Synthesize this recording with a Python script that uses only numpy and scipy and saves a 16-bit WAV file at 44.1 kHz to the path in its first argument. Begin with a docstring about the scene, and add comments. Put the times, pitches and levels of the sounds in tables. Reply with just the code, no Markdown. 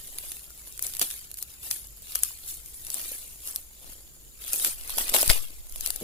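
"""Dry palm fronds are pushed aside and trodden on near a hand-held phone with two microphones.
Throughout, insects hiss in the plantation, a far engine hums and light wind rumbles (shaped noise).
Brittle leaflets rustle (many tiny cracks) and snap (short noise bursts) from the start, loudly near 2.2 s.
From 4.5 s snaps crowd together and hollow stalks knock (fading tones), most strongly near 5.15 s.
A frond jolts the left microphone twice near 5.3 s (sagging pressure steps), then the rustling eases."""
import sys
import numpy as np
from scipy import signal
from scipy.fft import rfft, irfft, next_fast_len
from scipy.io import wavfile
from scipy.ndimage import uniform_filter1d, map_coordinates

SR = 44100
rng = np.random.default_rng(int(sys.argv[2]) if len(sys.argv) > 2 else 0)


def int16_out(signal):
    """Quantize to a 16-bit WAV file."""
    q = np.round(np.clip(np.atleast_2d(signal).T, -1, 1) * 32767)
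    wavfile.write(sys.argv[1], SR, q.astype(np.int16))


N = 265923  # length in samples

# Tone colour of the far hiss. Each row: frequency in Hz, gain in dB.
HISS_COLOUR = [(100, -43), (170, -18), (400, -2.5), (800, -24), (1500, -15), (3000, -12), (6000, -12),
               (10000, -21), (15300, -2)]
# The insect chorus, one row: centre in Hz, width of the resonance in Hz, level in dB.
INSECT_BAND = (7050, 720, -58.5)
# Resonances of the engine hum. Each row: centre in Hz, width in Hz, relative level in dB.
ENGINE_TONES = [(52, 9.6, 0), (94, 20, -38), (122, 16, -17.5), (322, 2.8, -21)]
# Tone colour of the wind rumble. Each row: frequency in Hz, gain in dB.
WIND_COLOUR = [(8, 7.5), (18, 5.5), (35, -2), (60, -14), (120, -47.5)]
# Wind strength over time. Each row: time in seconds, level in dB.
WIND_LEVELS = [(0, -53), (.32, -52), (.49, -63.5), (.94, -51), (1.55, -60.5), (2.95, -50), (3.6, -57),
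               (3.92, -52), (4.11, -60), (4.95, -42), (5.24, -44), (5.8, -40), (6.03, -46)]
# How alike left and right are in far sounds. Each row: frequency in Hz, likeness from -1 to 1.
LEFT_RIGHT_LIKENESS = [(60, 0.93), (300, 0.71), (700, 0.2), (1400, -0.24), (3000, -0.78), (7000, 0.24)]
# Pushes on the left microphone. Each row: start in seconds, size of the step in dB.
MICROPHONE_JOLTS = [(5.2775, -16.5), (5.2993, -5.5)]
# Stalks knocked or trodden on. Each row: start in seconds, peak in dB, pitch in Hz.
STALK_KNOCKS = [(.993, -39, 670), (1.013, -33, 321), (1.016, -31, 700), (1.021, -31, 312),
                (2.155, -40.5, 507), (2.307, -40.5, 990), (4.895, -33, 980), (4.983, -24.5, 877),
                (5.139, -29, 706), (5.145, -14, 590), (5.15, -19, 806), (5.16, -21, 770),
                (5.186, -29.5, 786), (5.229, -18.5, 610), (5.299, -19.5, 706), (5.308, -16, 653),
                (5.503, -45.5, 306), (5.759, -40, 644), (5.875, -36.5, 650), (5.904, -42, 690),
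                (6.012, -33, 376), (6.02, -28.5, 259), (6.026, -29, 330)]
# Single leaflets breaking. Each row: start in seconds, thin-leaf peak in dB,
# broad-leaf part in dB relative to that, left level minus right level in dB.
LEAF_SNAPS = [(.185, -16, -9.5, -0.5), (0.3183, -17.5, -12, -1), (0.6804, -28, -30, -6),
              (.7245, -27, -32, 6), (.7767, -24, -19, -4), (.793, -16.5, -14, 5), (.8249, -10.5, -31, 3.5),
              (.8463, -21, -15, 5), (.867, -13.5, -22, 5), (.937, -20, -12, 1), (.9502, -17.5, -14, 0),
              (.9678, -17, -15, 3), (0.995, -10, -20, -9), (1.0143, -10, -12.5, 7), (1.025, -16, -8, 0),
              (1.103, -22, -12, 11), (1.111, -20, -7, -4), (1.192, -24, -26, 1), (1.3147, -22, -17, 2),
              (1.342, -21.5, -19, 3), (1.3721, -24, -15, 1), (1.387, -21.5, -15, -4),
              (1.4263, -12.5, -24, 5.5), (1.706, -18, -27, 4), (1.7116, -9, -9, 5), (1.8706, -27, -37, 3.5),
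              (2.021, -27.5, -22, -4), (2.1509, -14.5, -23, 6), (2.155, -3.5, -19.5, 3),
              (2.234, -1.5, -20, 7), (2.2486, -18, -17, 1), (2.6604, -29, -21, 10),
              (2.8489, -23.5, -21, 8.5), (2.8675, -23, -12, 4), (2.9022, -13.5, -15, 5),
              (2.917, -26, -20, 9), (2.943, -11.5, -33, 11.5), (3.4744, -16.5, -23.5, 2),
              (3.5602, -9.5, -19.5, 2.5), (4.48, -21, -29, 10), (4.5325, -6.5, -23, 5),
              (4.5984, -17, -9, 3), (4.6472, -4, -14, 0), (4.8108, -25, -9, 2), (4.8763, -21, -20, 3),
              (4.8955, -20, -10, 5), (4.9839, -7.5, -11, 2), (5.081, -18, -8, -3), (5.096, -10.5, -18, 9),
              (5.1399, -8.5, -2.5, 8), (5.1463, -5.5, -7, 2), (5.149, -10, -6, 6), (5.1639, -6, -6, 9.5),
              (5.1684, -12, -17, 2), (5.2136, -5.5, -20, 1), (5.219, -9, -13, 5), (5.2291, -5, -15, 4),
              (5.2601, -15, -16, 5), (5.2782, -5, -15, 2), (5.2945, -8.5, -10, 14), (5.2995, -5, 1, 2.5),
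              (5.3062, -12, -13, 0), (5.4264, -24, -23, 7), (5.669, -31, -15, 7), (5.696, -30, -19, -7),
              (5.7236, -26.5, -13, 8), (5.7595, -20, -13.5, .5), (5.8085, -14.5, -23, 6),
              (5.8613, -8.5, -13, 8), (5.8735, -17, -21, 10), (5.9042, -10, -14, 7),
              (5.9607, -17, -22, 13.5)]
# Fronds brushed, pulled or crushed. Each row: loudest moment in seconds, level in dB, seconds to rise
# 20 dB, seconds to fall 20 dB, then broad leaves and stalks, both in dB relative to the level.
FROND_STROKES = [(0, -43.5, .1, .6, -11, -15.5), (.31, -37, 0.47, 0.17, -13, -17),
                 (.7, -46, 1.3, 0.7, -12, -17), (.838, -32, .04, 0.2, -15, -17),
                 (1.016, -19.5, 0.0079, 0.05, -9.5, -14), (1.06, -34, 0.26, .15, -11.5, -28),
                 (1.119, -36.5, 0.2, 0.23, -10.5, -30), (1.384, -35, .02, .035, -20, -35),
                 (1.433, -40, 0.1, 0.03, -14.5, -20), (1.505, -44, 0.1, 0.16, -7.5, -24),
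                 (1.632, -36.5, .03, .2, -15, -15), (1.672, -32, .05, .05, -13, -27),
                 (1.71, -28, .012, .15, -15, -28), (2.158, -36, 0.21, 0.37, -9.5, -26),
                 (2.247, -33, 0.07, 0.15, -19, -28), (2.495, -33, 0.1, .16, -14.5, -30),
                 (2.754, -44, .5, 0.7, -14, -25), (2.954, -33.5, 0.15, 0.35, -11.5, -16.5),
                 (3.098, -35, 0.46, .42, -13.5, -20), (3.44, -43, 0.03, 0.1, -13, -17),
                 (3.485, -34, 0.1, 0.16, -15.5, -17.5), (3.56, -39.5, 0.07, 0.1, -13.5, -17),
                 (3.912, -43.5, 0.27, 0.17, -9.5, -9.5), (4.42, -41, .04, .3, -7, -14),
                 (4.489, -35.5, 0.1056, .15, -10, -24), (4.539, -28.5, 0.06, 0.17, -15, -22),
                 (4.6, -30, .1, .1, -11, -20), (4.675, -22.5, .15, .075, -12.5, -22),
                 (4.78, -39, 0.06, .2, -11, -16.5), (4.905, -35, 0.09, 0.26, -7, -13),
                 (4.998, -22, .055, 0.0829, -10.5, -13), (5.092, -31.5, 0.07, .09, -7.5, -9),
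                 (5.144, -18, 0.0169, .19, -9, -12.5), (5.21, -27, 0.14, .16, -13, -13),
                 (5.303, -15.5, 0.0165, 0.0427, -5.5, -16.5), (5.329, -28.5, 0.03, 0.16, -8, -16),
                 (5.6, -50, 0.5, .1, -8, -14), (5.772, -44.5, 0.2, 1.5, -20, -18),
                 (5.869, -32, 0.12, 0.15, -11, -20), (6.03, -41, 0.48, -2, -7.5, -11.5)]
# Tone colours of thin leaflets, broad leaves and stalks. Each row: frequency in Hz, gain in dB.
THIN_COLOUR = [(900, -68), (2500, -79), (4500, -13.5), (6000, -9), (8000, -4.5), (10500, 0.5),
               (13000, -2.5), (15300, -7.5)]
BROAD_COLOUR = [(200, -70), (500, -21), (1300, -7.5), (2000, -5.5), (2700, -2), (4000, -2), (5000, -4.5),
                (8000, -27)]
STALK_COLOUR = [(80, -27), (250, -3), (600, -2), (1000, -7.5), (1500, -10.5), (3000, -13)]

HISS_DB, HUM_DB, HUM_WAVERS_DB = -55, -57, 1.3
KNOCK_CYCLES = 11.7  # cycles until a stalk has faded 60 dB, so low ones last longer
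SNAP_T60 = 0.0086  # seconds for the main part of a snap to fade 60 dB
# fronds settling between strokes; broad leaves and stalks are relative to the first level
STIR_DB, STIR_BROAD_DB, STIR_STALK_DB = -53, -11, -13
CRACKS_PER_S, CRACK_SPREAD_DB, CRACK_T60 = 600, 4.0, 0.0049  # T60 in seconds
SCRAPE_DB, CLUMP_DB = 7.5, 0.72  # scrape is relative to the cracks
RUSTLE_PAN_DB = 1.34  # left minus right
TOP_HZ, EDGE_HZ = 15600, 16800  # where the treble drops, and where it stops


def amp(db):
    """Turn dB into a plain multiplier."""
    return 10 ** (np.asarray(db) / 20)


def unit(x):
    """Scale to an average (rms) strength of 1."""
    return x / np.sqrt(np.mean(x ** 2) + 1e-20)


def along(points, hz):
    """Read a curve of (Hz, value) points, joined by lines on a log frequency axis."""
    f, v = np.transpose(points)
    return np.interp(np.log(hz + 1), np.log(f + 1), v)


def wobble(rate):
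    """A smooth random curve with `rate` random points a second."""
    points = rng.standard_normal(int(N * rate / SR) + 4)
    return map_coordinates(points, [np.arange(N) * rate / SR])


def filtered(x, response):
    """Multiply each frequency of x by a gain; the padding keeps the end off the start."""
    m = next_fast_len(x.shape[-1] + 8192)
    spectrum = rfft(x, m) * response(np.fft.rfftfreq(m, 1 / SR))
    return irfft(spectrum, m)[..., :x.shape[-1]]


def coloured(x, colour):
    """Give x a tone colour, then scale it to rms 1."""
    return unit(filtered(x, lambda hz: amp(along(colour, hz))))


def resonances(modes, f):
    """Gain of several resonances added together, each strongest at its centre."""
    return sum(amp(db) * f * w / np.abs(c * c - f * f + 1j * f * w) for c, w, db in modes)


def pair(n, shared, lead):
    """Two-channel noise; the shared part reaches the left microphone `lead` samples first."""
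    left, other = rng.standard_normal((2, n))
    right = shared * np.roll(left, lead) + np.sqrt(1 - shared ** 2) * other
    return np.array([left, right])


def sides(pan_db):
    """Left and right gains that differ by pan_db."""
    return amp(np.array([pan_db / 2, -pan_db / 2]))


def patchy(x, depth_db, size=256, order=5):
    """Make the colour uneven: random gain in small patches of time and frequency."""
    z = signal.stft(x, nperseg=size)[2]
    field = rng.standard_normal(z.shape[1:])
    field = uniform_filter1d(field, size=order, axis=0)  # patches `order` frequency bins wide
    field = uniform_filter1d(field, size=3, axis=1)
    return signal.istft(z * amp(depth_db * unit(field)), nperseg=size)[1][:, :x.shape[1]]


def ambient():
    """Far-sound noise, mixed from a middle and a side part so left-right likeness varies with pitch."""
    def middle_and_side(hz):
        turn = np.arccos(np.clip(along(LEFT_RIGHT_LIKENESS, hz), -1, 1)) / 2
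        return np.array([np.cos(turn), np.sin(turn)])

    mid, side = filtered(rng.standard_normal((2, N)), middle_and_side)
    return np.array([mid + side, mid - side])


def hiss():
    """Far hiss of the plantation: coloured noise with a slight waver."""
    return amp(HISS_DB + 0.36 * wobble(5.796)) * coloured(ambient(), HISS_COLOUR)


def insects():
    """An insect chorus: noise narrowed to one high band by a squared resonance."""
    hz, width, db = INSECT_BAND
    chorus = unit(filtered(ambient(), lambda f: resonances([(hz, width, 0)], f) ** 2))
    return amp(db + 0.4 * wobble(3.1)) * chorus


def engine():
    """A far engine: noise through a few low resonances makes a wavering hum."""
    hum = unit(filtered(ambient(), lambda f: resonances(ENGINE_TONES, f)))
    return amp(HUM_DB + HUM_WAVERS_DB * wobble(2.88)) * hum


def wind():
    """Low rumbling noise, partly different at each microphone, rising and falling in gusts."""
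    seconds, db = np.transpose(WIND_LEVELS)
    gusts_db = np.interp(np.arange(N) / SR, seconds, db)
    return amp(gusts_db) * coloured(pair(N, 0.27, lead=0), WIND_COLOUR)


def jolts(fast=0.026, slow=0.044, rise=0.0014):
    """A pressure step on the membrane; the vent and input stage let it sag, overshoot and settle."""
    out, t = np.zeros((2, N + SR)), np.arange(SR // 2) / SR
    sag = (slow * np.exp(-t / fast) - fast * np.exp(-t / slow)) / (slow - fast)  # times in seconds
    step = (1 - np.exp(-t / rise)) * sag
    for s, db in MICROPHONE_JOLTS:
        out[0, round(s * SR):][:len(t)] -= amp(db) * step
    return out[:, :N]


def knocks():
    """A hollow stalk answers with a few cycles at its pitch and a weaker overtone that fades sooner."""
    out, t = np.zeros(N + SR), np.arange(4096) / SR
    for s, db, hz in STALK_KNOCKS:
        t60 = KNOCK_CYCLES / hz
        overtone = np.sin(2 * np.pi * 1.61 * hz * t + rng.uniform(0, 5.9))
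        ring = np.sin(2 * np.pi * hz * t) + amp(-3.5 - 30 * t / t60) * overtone
        ring *= amp(-60 * t / t60) * (1 - np.exp(-t / 0.00047))
        out[round(s * SR):][:len(t)] += amp(db) * ring / np.abs(ring).max()
    left = out[:N]
    return np.array([left, amp(-1.5) * np.roll(left, 12)])  # right is later and a little weaker


def snaps():
    """Each break is a noise burst: a sharp spike, a quick fall and a weaker shiver after it."""
    def peak_one(x):
        return x / np.abs(x).max(axis=1, keepdims=True)

    out, t = np.zeros((2, N + SR)), np.arange(2048) / SR
    spike = amp(5.5 - 60 * t / 0.0025)
    fall = amp(-60 * t / SNAP_T60)
    shiver = amp(-18 - 60 * t / 0.041)
    shape = (1 - np.exp(-t / 0.00033)) * (spike + fall + shiver)
    for s, db, broad_db, pan_db in LEAF_SNAPS:
        noise = patchy(pair(len(t), 0.11, lead=14), depth_db=2)
        thin = peak_one(shape * coloured(noise, THIN_COLOUR))
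        broad = peak_one(shape * coloured(noise, BROAD_COLOUR))
        burst = thin + amp(broad_db) * broad
        out[:, round(s * SR):][:, :len(t)] += amp(db) * sides(pan_db)[:, None] * burst
    return out[:, :N]


def strokes():
    """Gains of thin leaflets, broad leaves and stalks: strokes swell and fade, and their powers add."""
    t = np.arange(N) / SR
    power = amp(STIR_DB + np.array([[0], [STIR_BROAD_DB], [STIR_STALK_DB]])) ** 2 * np.ones(N)
    for s, db, rise, fall, broad_db, stalk_db in FROND_STROKES:
        swell = amp(db - 20 * np.where(t < s, (s - t) / rise, (t - s) / fall))
        power += (amp([[0], [broad_db], [stalk_db]]) * swell) ** 2
    return np.sqrt(power)


def crackle():
    """Loudness of hundreds of tiny cracks a second, few large and many small, over a smooth scrape."""
    size_db = CRACK_SPREAD_DB * np.minimum(rng.exponential(size=N), 5)
    cracks = (rng.random(N) < CRACKS_PER_S / SR) * amp(2 * size_db)  # doubled dB gives power
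    t = np.arange(SR // 20) / SR
    power = np.abs(signal.fftconvolve(cracks, amp(-120 * t / CRACK_T60))[:N])
    return (unit(np.sqrt(power)) + amp(SCRAPE_DB)) * amp(CLUMP_DB * wobble(40))


def rustle():
    """Fronds rub and crush: crackling noise in three leaf colours follows the strokes."""
    thin_gain, broad_gain, stalk_gain = strokes()
    grain = crackle()

    def uneven(shared, depth_db):
        # random gain in thin frequency bands makes the rustle slightly tonal and uneven
        return grain * patchy(pair(N, shared, lead=12), depth_db, size=1024, order=2)

    thin = coloured(patchy(uneven(0.094, depth_db=4.0), depth_db=3.0), THIN_COLOUR)
    broad = coloured(patchy(uneven(0.3, depth_db=5.5), depth_db=2.5), BROAD_COLOUR)
    stalk = coloured(patchy(grain * pair(N, 0.92, lead=10), depth_db=4), STALK_COLOUR)
    mix = thin_gain * thin + broad_gain * broad + stalk_gain * stalk
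    return sides(RUSTLE_PAN_DB)[:, None] * mix


def scene():
    """Add the background, the microphone jolts and the fronds."""
    background = hiss() + insects() + engine() + wind()
    return background + jolts() + knocks() + snaps() + rustle()


def record(dry):
    """The input stage rounds off high peaks; the phone drops the top treble 24 dB, then cuts it off."""
    soft = dry / (1 + np.abs(dry / .8) ** 4) ** (1 / 4)

    def band_limit(hz):
        drop = np.clip((hz - TOP_HZ) / 500 + .5, 0, 1)  # a slope 500 Hz wide
        return amp(-24 * drop) * (hz < EDGE_HZ)

    return filtered(soft, band_limit)


dry = scene()
out = record(dry)
int16_out(out)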